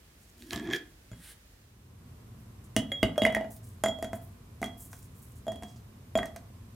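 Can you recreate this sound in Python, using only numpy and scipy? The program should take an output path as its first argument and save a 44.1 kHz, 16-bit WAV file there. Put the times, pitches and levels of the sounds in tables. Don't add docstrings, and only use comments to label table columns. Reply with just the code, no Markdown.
import sys
import numpy as np
from scipy import signal
from scipy.fft import rfft, irfft
from scipy.io import wavfile
from scipy.ndimage import uniform_filter1d

SR = 44100
rng = np.random.default_rng(int(sys.argv[2]) if len(sys.argv) > 2 else 0)


def dump(signal):
    limited = np.clip(np.atleast_2d(signal).T, -1, 1)
    pcm = np.round(limited * 32767).astype(np.int16)
    wavfile.write(sys.argv[1], SR, pcm)


N = 297657


def amp(db):
    return 10 ** (np.asarray(db) / 20)


def unit(x):
    return x / np.sqrt(np.mean(x ** 2))


def peak(x):
    return x / np.abs(x).max()


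def shape(x, points):
    hz, db = np.transpose(points)
    f = np.maximum(np.arange(len(x) // 2 + 1) * SR / len(x), 1)
    gain = amp(np.interp(np.log(f), np.log(hz), db))
    return irfft(rfft(x) * gain, len(x))


def band(x, lo_hz, hi_hz):
    edges = [lo_hz, min(hi_hz, .45 * SR)]
    return signal.sosfilt(signal.butter(2, edges, "bandpass", fs=SR, output="sos"), x)


def curve(rows, column=1, outside=-120):
    rows = np.array(rows)
    return np.interp(np.arange(N) / SR, rows[:, 0], rows[:, column], outside, outside)


def walk(rate):
    hold = int(SR / rate)
    steps = np.repeat(rng.standard_normal(N // hold + 1), hold)
    return unit(uniform_filter1d(uniform_filter1d(steps, hold), hold)[:N])


def fade(t, t60):
    return np.exp(-np.log(1000) * t / t60)


def swell(t, rise_s):
    return 1 - np.exp(-t / rise_s)


def ring(t, modes, spread_db, chance):
    return sum(amp(db + spread_db * c) * fade(t, t60) * np.sin(2 * np.pi * hz * t)
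               for (hz, db, t60), c in zip(modes, chance))


def resonate(x, hz, width_hz):
    return signal.lfilter(*signal.iirpeak(hz, hz / width_hz, SR), x)


def grains(rate, spread_db):
    hits = rng.random(N) < rate / SR
    return hits * rng.standard_normal(N) * amp(spread_db * rng.exponential(size=N))


def add(out, s, x):
    i = int(s * SR)
    out[i:i + len(x)] += x[:N - i]


# start_s, knock_db, table_db, air_db, air_pitch_hz, overtone_db, wall_db, shoulder_db, crack_db
JAR_BLOWS = [(1.1155, -48, -58, -50, 602, -64, -62, -58, -54.5),
             (1.1313, -48.5, -47.5, -68, 620, -55, -79, -75, -64),
             (2.7644, -23.5, -20.5, -23.5, 643, -21.5, -39, -58, -20.5),
             (2.9182, -31.5, -43.5, -31, 560, -26.5, -28, -46, -47),
             (3.0297, -21.5, -17, -18.5, 638, -15.5, -42.5, -57, -29),
             (3.158, -42, -60.5, -60, 610, -65.5, -71.5, -75, -71.5),
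             (3.1789, -27, -41, -15, 604, -44, -30.5, -61, -34.5),
             (3.2192, -31, -23.5, -18, 622, -24.5, -30.5, -44, -39),
             (3.2347, -45, -40, -23, 640, -36, -49, -56, -38),
             (3.2515, -29, -32.5, -25, 623, -7, -37, -60, -29.5),
             (3.265, -25.5, -27, -16.5, 647.5, -43, -41, -62, -37),
             (3.2994, -37, -58, -24, 651, -51, -40, -68, -64),
             (3.3242, -40, -43, -46, 616, -48, -57, -62, -45),
             (3.3486, -42, -54.5, -27.5, 638, -13, -37, -67, -33),
             (3.3667, -26.5, -32, -22.5, 644.4, -22, -66, -73, -57),
             (3.4101, -41, -37.5, -25.5, 650, -50, -68.5, -77, -54),
             (3.4444, -37.5, -42.5, -29.5, 655, -64, -64, -69, -62),
             (3.8374, -19.5, -33, -17.5, 637, -34, -33.5, -33, -25.5),
             (3.8603, -25.5, -37, -20, 657, -23, -33, -37.5, -35),
             (3.8846, -45, -36, -29.5, 650, -58, -37, -40, -39.5),
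             (3.9879, -56, -51, -34, 638, -51, -56.5, -61, -53),
             (4.0259, -37, -33, -25, 676, -33, -47.5, -50, -35),
             (4.0445, -34, -38.5, -31, 652, -64, -45, -51, -40.5),
             (4.1314, -34, -37, -27, 672, -41, -59, -56, -43),
             (4.6166, -50.5, -34.5, -30.5, 707, -47.5, -63.5, -54, -39),
             (4.6284, -26.5, -35, -24, 707, -22, -55, -66, -40),
             (4.6417, -52, -37.5, -30.5, 688, -47, -38, -54, -36.5),
             (4.6597, -50.5, -40, -48, 660, -51, -51.5, -68, -41.5),
             (4.9303, -38.5, -68.5, -63, 668, -51, -69.5, -72, -45.5),
             (5.4676, -51, -48, -29, 640, -51, -53, -63, -51),
             (5.4809, -40, -41, -21.5, 650, -59, -43, -57, -47.5),
             (5.5189, -42, -40, -38.5, 697, -42.5, -72, -61, -42.5),
             (5.5583, -60, -44, -46.5, 677, -55, -49, -64, -49),
             (5.624, -41, -51, -35.5, 690, -58, -69, -59, -48),
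             (5.634, -40.5, -42, -39, 720, -51.5, -51, -76, -43.5),
             (6.1538, -23.5, -28.5, -15.5, 639, -52.5, -32.5, -40.5, -39),
             (6.1754, -43, -54, -20.5, 689, -50, -60, -51, -33.5),
             (6.1885, -24, -29, -45, 670, -25, -35, -53, -52),
             (6.2306, -35.5, -51, -33.5, 665, -24, -64, -59, -46),
             (6.2568, -58, -55.5, -44, 630, -57, -70, -68, -39),
             (6.3616, -41.5, -51, -39, 677, -47, -70.5, -66, -38.5)]
GRIP_FROM_DB, GRIP_SLOPE = -40, .75
FILL_FROM_S, FILL_DB = 3.2, -18


def jar():
    out, rings, t = np.zeros(N), np.zeros(N), np.arange(int(.6 * SR)) / SR
    rows = np.array(JAR_BLOWS)
    chance, noise = rng.standard_normal((len(rows), 9)), rng.standard_normal((len(rows), 3, 2048))
    kept_db = np.zeros(N + len(t))
    kept_db[(rows[:, 0] * SR).astype(int)] = -GRIP_SLOPE * np.maximum(rows[:, 1] - GRIP_FROM_DB, 0)
    kept_db = np.cumsum(kept_db)
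    for (s, knock, table, air, air_hz, over, wall, shoulder, crack), c, n in zip(rows, chance, noise):
        i = int(s * SR)
        damping_db = kept_db[i:i + len(t)] - kept_db[i] + FILL_DB * max(s - FILL_FROM_S, 0) * t
        add(rings, s, amp(damping_db) * glass_ring(t, wall, shoulder, crack, c))
        x = jar_air(t, s, air, air_hz, over, c) + table_and_base(t, s, table, crack, c, n[2])
        x[:2048] += impact_noise(t[:2048], knock, crack, n)
        add(out, s, x)
    return out, rings


# pitch_hz, level_db, t60_s
WALL_MODES = [(3303, 0, .36), (3333, -12, .3), (10360, -22, .1), (13800, -25, .06)]
# pitch_hz, level_db, t60_s
SHOULDER_MODES = [(7068, -1, .14)]
# pitch_hz, level_db, t60_s
NECK_MODES = [(6115, -6, .09)]
NECK_DB = -10.5


def glass_ring(t, wall_db, shoulder_db, crack_db, chance):
    glass = amp(wall_db) * ring(t, WALL_MODES, 0.47, chance)
    glass += amp(shoulder_db) * ring(t, SHOULDER_MODES, 1, chance)
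    glass += amp(crack_db + NECK_DB) * ring(t, NECK_MODES, 1, chance[1:])
    return swell(t, 0.00033) * glass


AIR_T60_S, OVERTONE_T60_S, AIR_SWELL_S = 0.072, 0.021, 0.00029
OVERTONE_S, OVERTONE_HZ, OVERTONE_SCATTER = (3.22, 3.25), (2079, 1967), 0.021


def jar_air(t, s, air_db, air_hz, over_db, chance):
    over_hz = np.interp(s, OVERTONE_S, OVERTONE_HZ) * (1 + OVERTONE_SCATTER * chance[8])
    note = ring(t, [(air_hz, air_db, AIR_T60_S)], 0, chance)
    overtone = ring(t, [(over_hz, over_db, OVERTONE_T60_S)], 0, chance)
    return swell(t, AIR_SWELL_S) * (overtone - note)


# pitch_hz, level_db, t60_s
TABLE_MODES = [(59.8, -7.5, 0.11), (115, -6.5, 0.15), (169.5, -8.5, 0.125), (218.1, -1.5, 0.21),
               (247, -7.5, 0.19), (268.5, -2, 0.14), (314.6, -3, 0.042), (397, -6, 0.081),
               (430, -19.5, 0.0912)]
# pitch_hz, level_db, t60_s
BASE_MODES = [(2930, -3, .11), (3010, -5, .13), (3100, -7, .1), (3300, -3, .03), (3817, -15, .14),
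              (4818, -12, .04)]
# pitch_hz, level_db, t60_s
RIM_MODES = [(9320, -3, .045), (15640, -18, .04)]
BASE_DB, RIM_DB = -8.5, -4.5
COVER_S, COVER_BASE_DB, COVER_RIM_DB = (3.25, 3.77), -23, -8.5
FIRST_CORK_S, HELD_DB = 2, -9
BASE_GLIDE, BASE_GLIDE_S = 0.02, .05
RATTLE_DB, RATTLE_T60_S = -8, 0.075


def table_and_base(t, s, table_db, crack_db, chance, noise):
    cover = np.interp(s, COVER_S, (0, 1))
    base_db = table_db + BASE_DB + cover * COVER_BASE_DB + HELD_DB * (s < FIRST_CORK_S)
    rim_db = crack_db + RIM_DB + cover * COVER_RIM_DB
    loose = amp(table_db) * swell(t, 0.0017) * ring(t, TABLE_MODES, 1.0, chance)
    rising = t + BASE_GLIDE * (t - 2 * BASE_GLIDE_S * swell(t, BASE_GLIDE_S))
    loose += amp(base_db) * ring(rising, BASE_MODES, 2.5, chance)
    loose += amp(rim_db) * ring(t, RIM_MODES, 0.88, chance)
    chatter = noise * fade(t[:len(noise)], RATTLE_T60_S)
    chatter /= np.linalg.norm(chatter)
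    return loose + amp(RATTLE_DB) * signal.fftconvolve(loose, chatter)[:len(t)]


KNOCK_T60_S, CRACK_T60_S = 0.03, 0.011
CLATTER_DB, CLATTER_T60_S = -17, 0.13


def impact_noise(t, knock_db, crack_db, noise):
    crack = amp(crack_db) * unit(band(noise[0], 4940, 12000)) * fade(t, CRACK_T60_S)
    clatter = amp(crack_db + CLATTER_DB) * unit(band(noise[2], 1800, 8100)) * fade(t, CLATTER_T60_S)
    knock = amp(knock_db) * peak(band(noise[1], 600, 1700) * fade(t, KNOCK_T60_S))
    return crack + clatter + knock


# pitch_hz, width_hz, level_db
LID_MODES = [(1700, 60, -5.5), (1804, 113, -1), (1890, 242, 0), (2480, 330, -8.5), (3290, 89, -7.5),
             (3298, 590, -20), (4470, 590, -30), (6890, 1500, -6.5)]


def metal(x):
    return sum((-1) ** k * amp(db) * resonate(x, hz, width) * SR / (2 * np.pi * width)
               for k, (hz, width, db) in enumerate(LID_MODES))


# start_s, air_db, air_pitch_hz, grip_db, slip_db
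LID_TWIST = [(0.33, -80, 286.6, -97, -83), (0.412, -52.5, 309, -75, -59.5), (0.502, -54.5, 288, -74, -63),
             (0.53, -42.5, 273.2, -38.5, -45.5), (0.595, -40, 298.6, -53.5, -67),
             (0.64, -39.5, 305, -54.5, -61), (0.698, -40, 320, -47.5, -81),
             (0.73, -38.5, 349, -45.5, -47.5), (0.765, -43, 398, -58, -49.5), (0.816, -87, 323, -105, -110),
             (0.95, -72, 348, -105, -92)]
# start_s, click_db, ring_db
TICKS = [(0.423, -29, -57), (0.4858, -45, -58), (0.5078, -15.5, -37), (0.5322, -13.5, -29.5),
         (0.5601, -17.5, -40), (0.5763, -26, -34.5), (0.5969, -22.5, -33.5), (0.6737, -41, -34.5),
         (0.7024, -47, -30), (0.7105, -32, -28), (0.7344, -31, -15.5), (0.7484, -29, -28),
         (0.7591, -27, -37), (0.7625, -15, -46)]
LID_DB = 2.5
LOOSEN_FROM_S, LOOSEN_DB_PER_S = 0.55, 55.5
SHAKE_DB = 1.5


def lid():
    slips, ticks, rings = grains(5000, 2.2), np.zeros(N), np.zeros(N)
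    tick_t = np.arange(88) / SR
    for s, click_db, ring_db in TICKS:
        add(ticks, s, amp(click_db) * peak(rng.standard_normal(88) * fade(tick_t, 0.0076)))
        add(rings, s, amp([ring_db]))
    phase = 2 * np.pi * np.cumsum(curve(LID_TWIST, column=2, outside=300)) / SR
    air = walk(220) * np.cos(phase) + walk(220) * np.sin(phase)
    grip_db, slip_db = curve(LID_TWIST, column=3), curve(LID_TWIST, column=4)
    loose_db = LOOSEN_DB_PER_S * np.clip(np.arange(N) / SR - LOOSEN_FROM_S, -.1, .3)
    trapped_air = unit(air) * amp(curve(LID_TWIST))
    lid_ring = unit(metal(slips)) * amp((grip_db + slip_db) / 2 + LID_DB + loose_db)
    scrape = unit(band(slips, 1805, 13900)) * amp(slip_db)
    table_shake = unit(band(slips, 49.8, 254)) * amp(grip_db + SHAKE_DB)
    jar_body = unit(resonate(slips, 698, 49) + 0.35 * band(slips, 480, 1600)) * amp(grip_db)
    return trapped_air + lid_ring + scrape + table_shake + jar_body + band(ticks, 1650, 6050) + metal(rings)


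SET_DOWN_S, SET_DOWN_DB = 1.116, -32.5


def set_down():
    out, t = np.zeros(N), np.arange(SR // 4) / SR
    add(out, SET_DOWN_S, amp(SET_DOWN_DB) * ring(t, TABLE_MODES[:3], 0, np.zeros(3)))
    return out


# pitch_hz, level_db (per Hz)
SLIDE_SPECTRUM = [(710, -13.5), (1200, -12.5), (1730, -1), (2510, -9.5), (3250, -5), (6300, -13.5),
                  (9720, -1.5), (11400, -9), (16000, -15)]
SLIDE_S, SLIDE_DB, SLIDE_HOLD_S, SLIDE_RISE_DB_PER_S, SLIDE_FALL_DB_PER_S = 1.242, -52, 0.078, 220, 700


def hand_slide():
    since = np.arange(N) / SR - SLIDE_S
    fall_db = np.minimum(0, SLIDE_FALL_DB_PER_S * (SLIDE_HOLD_S - since))
    slide_db = SLIDE_DB + np.minimum(SLIDE_RISE_DB_PER_S * since, fall_db)
    return unit(shape(rng.standard_normal(N), SLIDE_SPECTRUM)) * amp(slide_db + walk(59.8))


# start_s, peak_db, length_s, centre_hz
CORK_RUSTLES = [(0.19, -53, 0.048, 7700), (0.28, -52.5, 0.044, 7500), (2.375, -56, 0.046, 11200),
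                (2.639, -46.5, 0.013, 8700), (3.501, -37.5, 0.021, 9200), (3.534, -42, 0.025, 10500),
                (3.557, -44, 0.014, 5900), (3.625, -45.5, 0.046, 8650), (3.658, -50, 0.057, 9800),
                (4.133, -37, 0.018, 10200), (4.157, -55, 0.033, 9700), (4.211, -46, 0.059, 11300),
                (4.772, -38.5, 0.03, 10300), (4.795, -35.5, 0.059, 10000), (4.901, -42.5, 0.065, 8470),
                (4.965, -47, 0.024, 6500), (5.02, -45.5, 0.034, 8200), (5.144, -45.5, 0.07, 9970),
                (5.218, -46, 0.05, 10100), (5.294, -56.5, 0.027, 8800), (5.353, -51.5, 0.027, 8850),
                (5.6494, -48, 0.039, 6300), (5.76, -51.5, 0.02, 5600)]


def rustles():
    out = np.zeros(N)
    low, high = (grains(9000, 2.54) * amp(3.6 * walk(60)) for _ in range(2))
    for s, db, length, hz in CORK_RUSTLES:
        i, t = int(s * SR), np.arange(int(5 * length * SR)) / SR
        body = band(band(low[i:][:len(t)], 0.7 * hz, 1.35 * hz), .5 * hz, 2 * hz)
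        fizz = .45 * band(high[i:][:len(t)], 0.95 * hz, 18700)
        add(out, s, amp(db) * peak((body + fizz) * swell(t, 0.0095) * np.exp(-t / length)))
    return out


# centre_hz, t60_s
ECHO_T60 = [(125, .5), (500, .4), (2000, .26), (8000, .17)]
ROOM_DB = -10


def room(x):
    t = np.arange(int(.6 * SR)) / SR
    tail = sum(band(rng.standard_normal(len(t)), hz / 2, hz * 2) * fade(t, t60) for hz, t60 in ECHO_T60)
    tail *= swell(t, 0.003)
    return amp(ROOM_DB) * signal.fftconvolve(x, tail / np.sqrt(np.sum(tail ** 2)))[:N]


# pitch_hz, level_db (per Hz)
QUIET_TONE = [(15, -59), (25, -1), (48, 9.5), (553, -14), (831, -18), (1010, -19), (1780, -18), (2150, -20),
              (3410, -22), (14800, -26.5), (16500, -33)]
# pitch_hz, level_db (per Hz)
RUMBLE_TONE = [(15, -61.5), (25, -12.5), (114, 0), (146, -11), (226, -11.5), (313, -21.5), (457, -24),
               (510, -28), (878, -32.5), (1030, -28.5), (1360, -34.5), (2040, -38), (4480, -43),
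               (14800, -44), (16500, -72.5)]
QUIET_DB, RUMBLE_DB, FADE_S = -57.5, -49, (1.52, 2.09)


def room_tone():
    mix = np.interp(np.arange(N) / SR, FADE_S, (0, 1))
    quiet = amp(QUIET_DB) * unit(shape(rng.standard_normal(N), QUIET_TONE))
    rumble = amp(RUMBLE_DB) * unit(shape(rng.standard_normal(N), RUMBLE_TONE))
    return quiet * (1 - mix) + rumble * mix


# pitch_hz, side_db
SIDE_GAIN = [(60, -40), (200, -15.5), (500, -3), (2400, 1), (15000, 0)]
# pitch_hz, difference_db
BALANCE = [(100, 0), (300, -1), (700, 0.1), (1300, 0), (2400, -3), (4400, -3), (8000, -1), (15000, -0.8)]
GLASS_ROOM_DB = -12


def scene():
    knocks, glass = jar()
    near = knocks + lid() + set_down() + hand_slide() + rustles()
    send = near + amp(GLASS_ROOM_DB) * glass
    mid = near + glass + room(send) + room_tone()
    side = shape(amp(-5.0) * room(near + glass) + room_tone(), SIDE_GAIN)
    lean = np.array(BALANCE) * [1, .5]
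    return np.array([shape(mid + side, lean), shape(mid - side, lean * [1, -1])])


TOP_HZ = 16300


def record(dry):
    dry = signal.sosfilt(signal.butter(4, 42, "highpass", fs=SR, output="sos"), dry)
    return signal.sosfilt(signal.ellip(8, .2, 70, TOP_HZ, fs=SR, output="sos"), dry)


dry = scene()
out = record(dry)
dump(out)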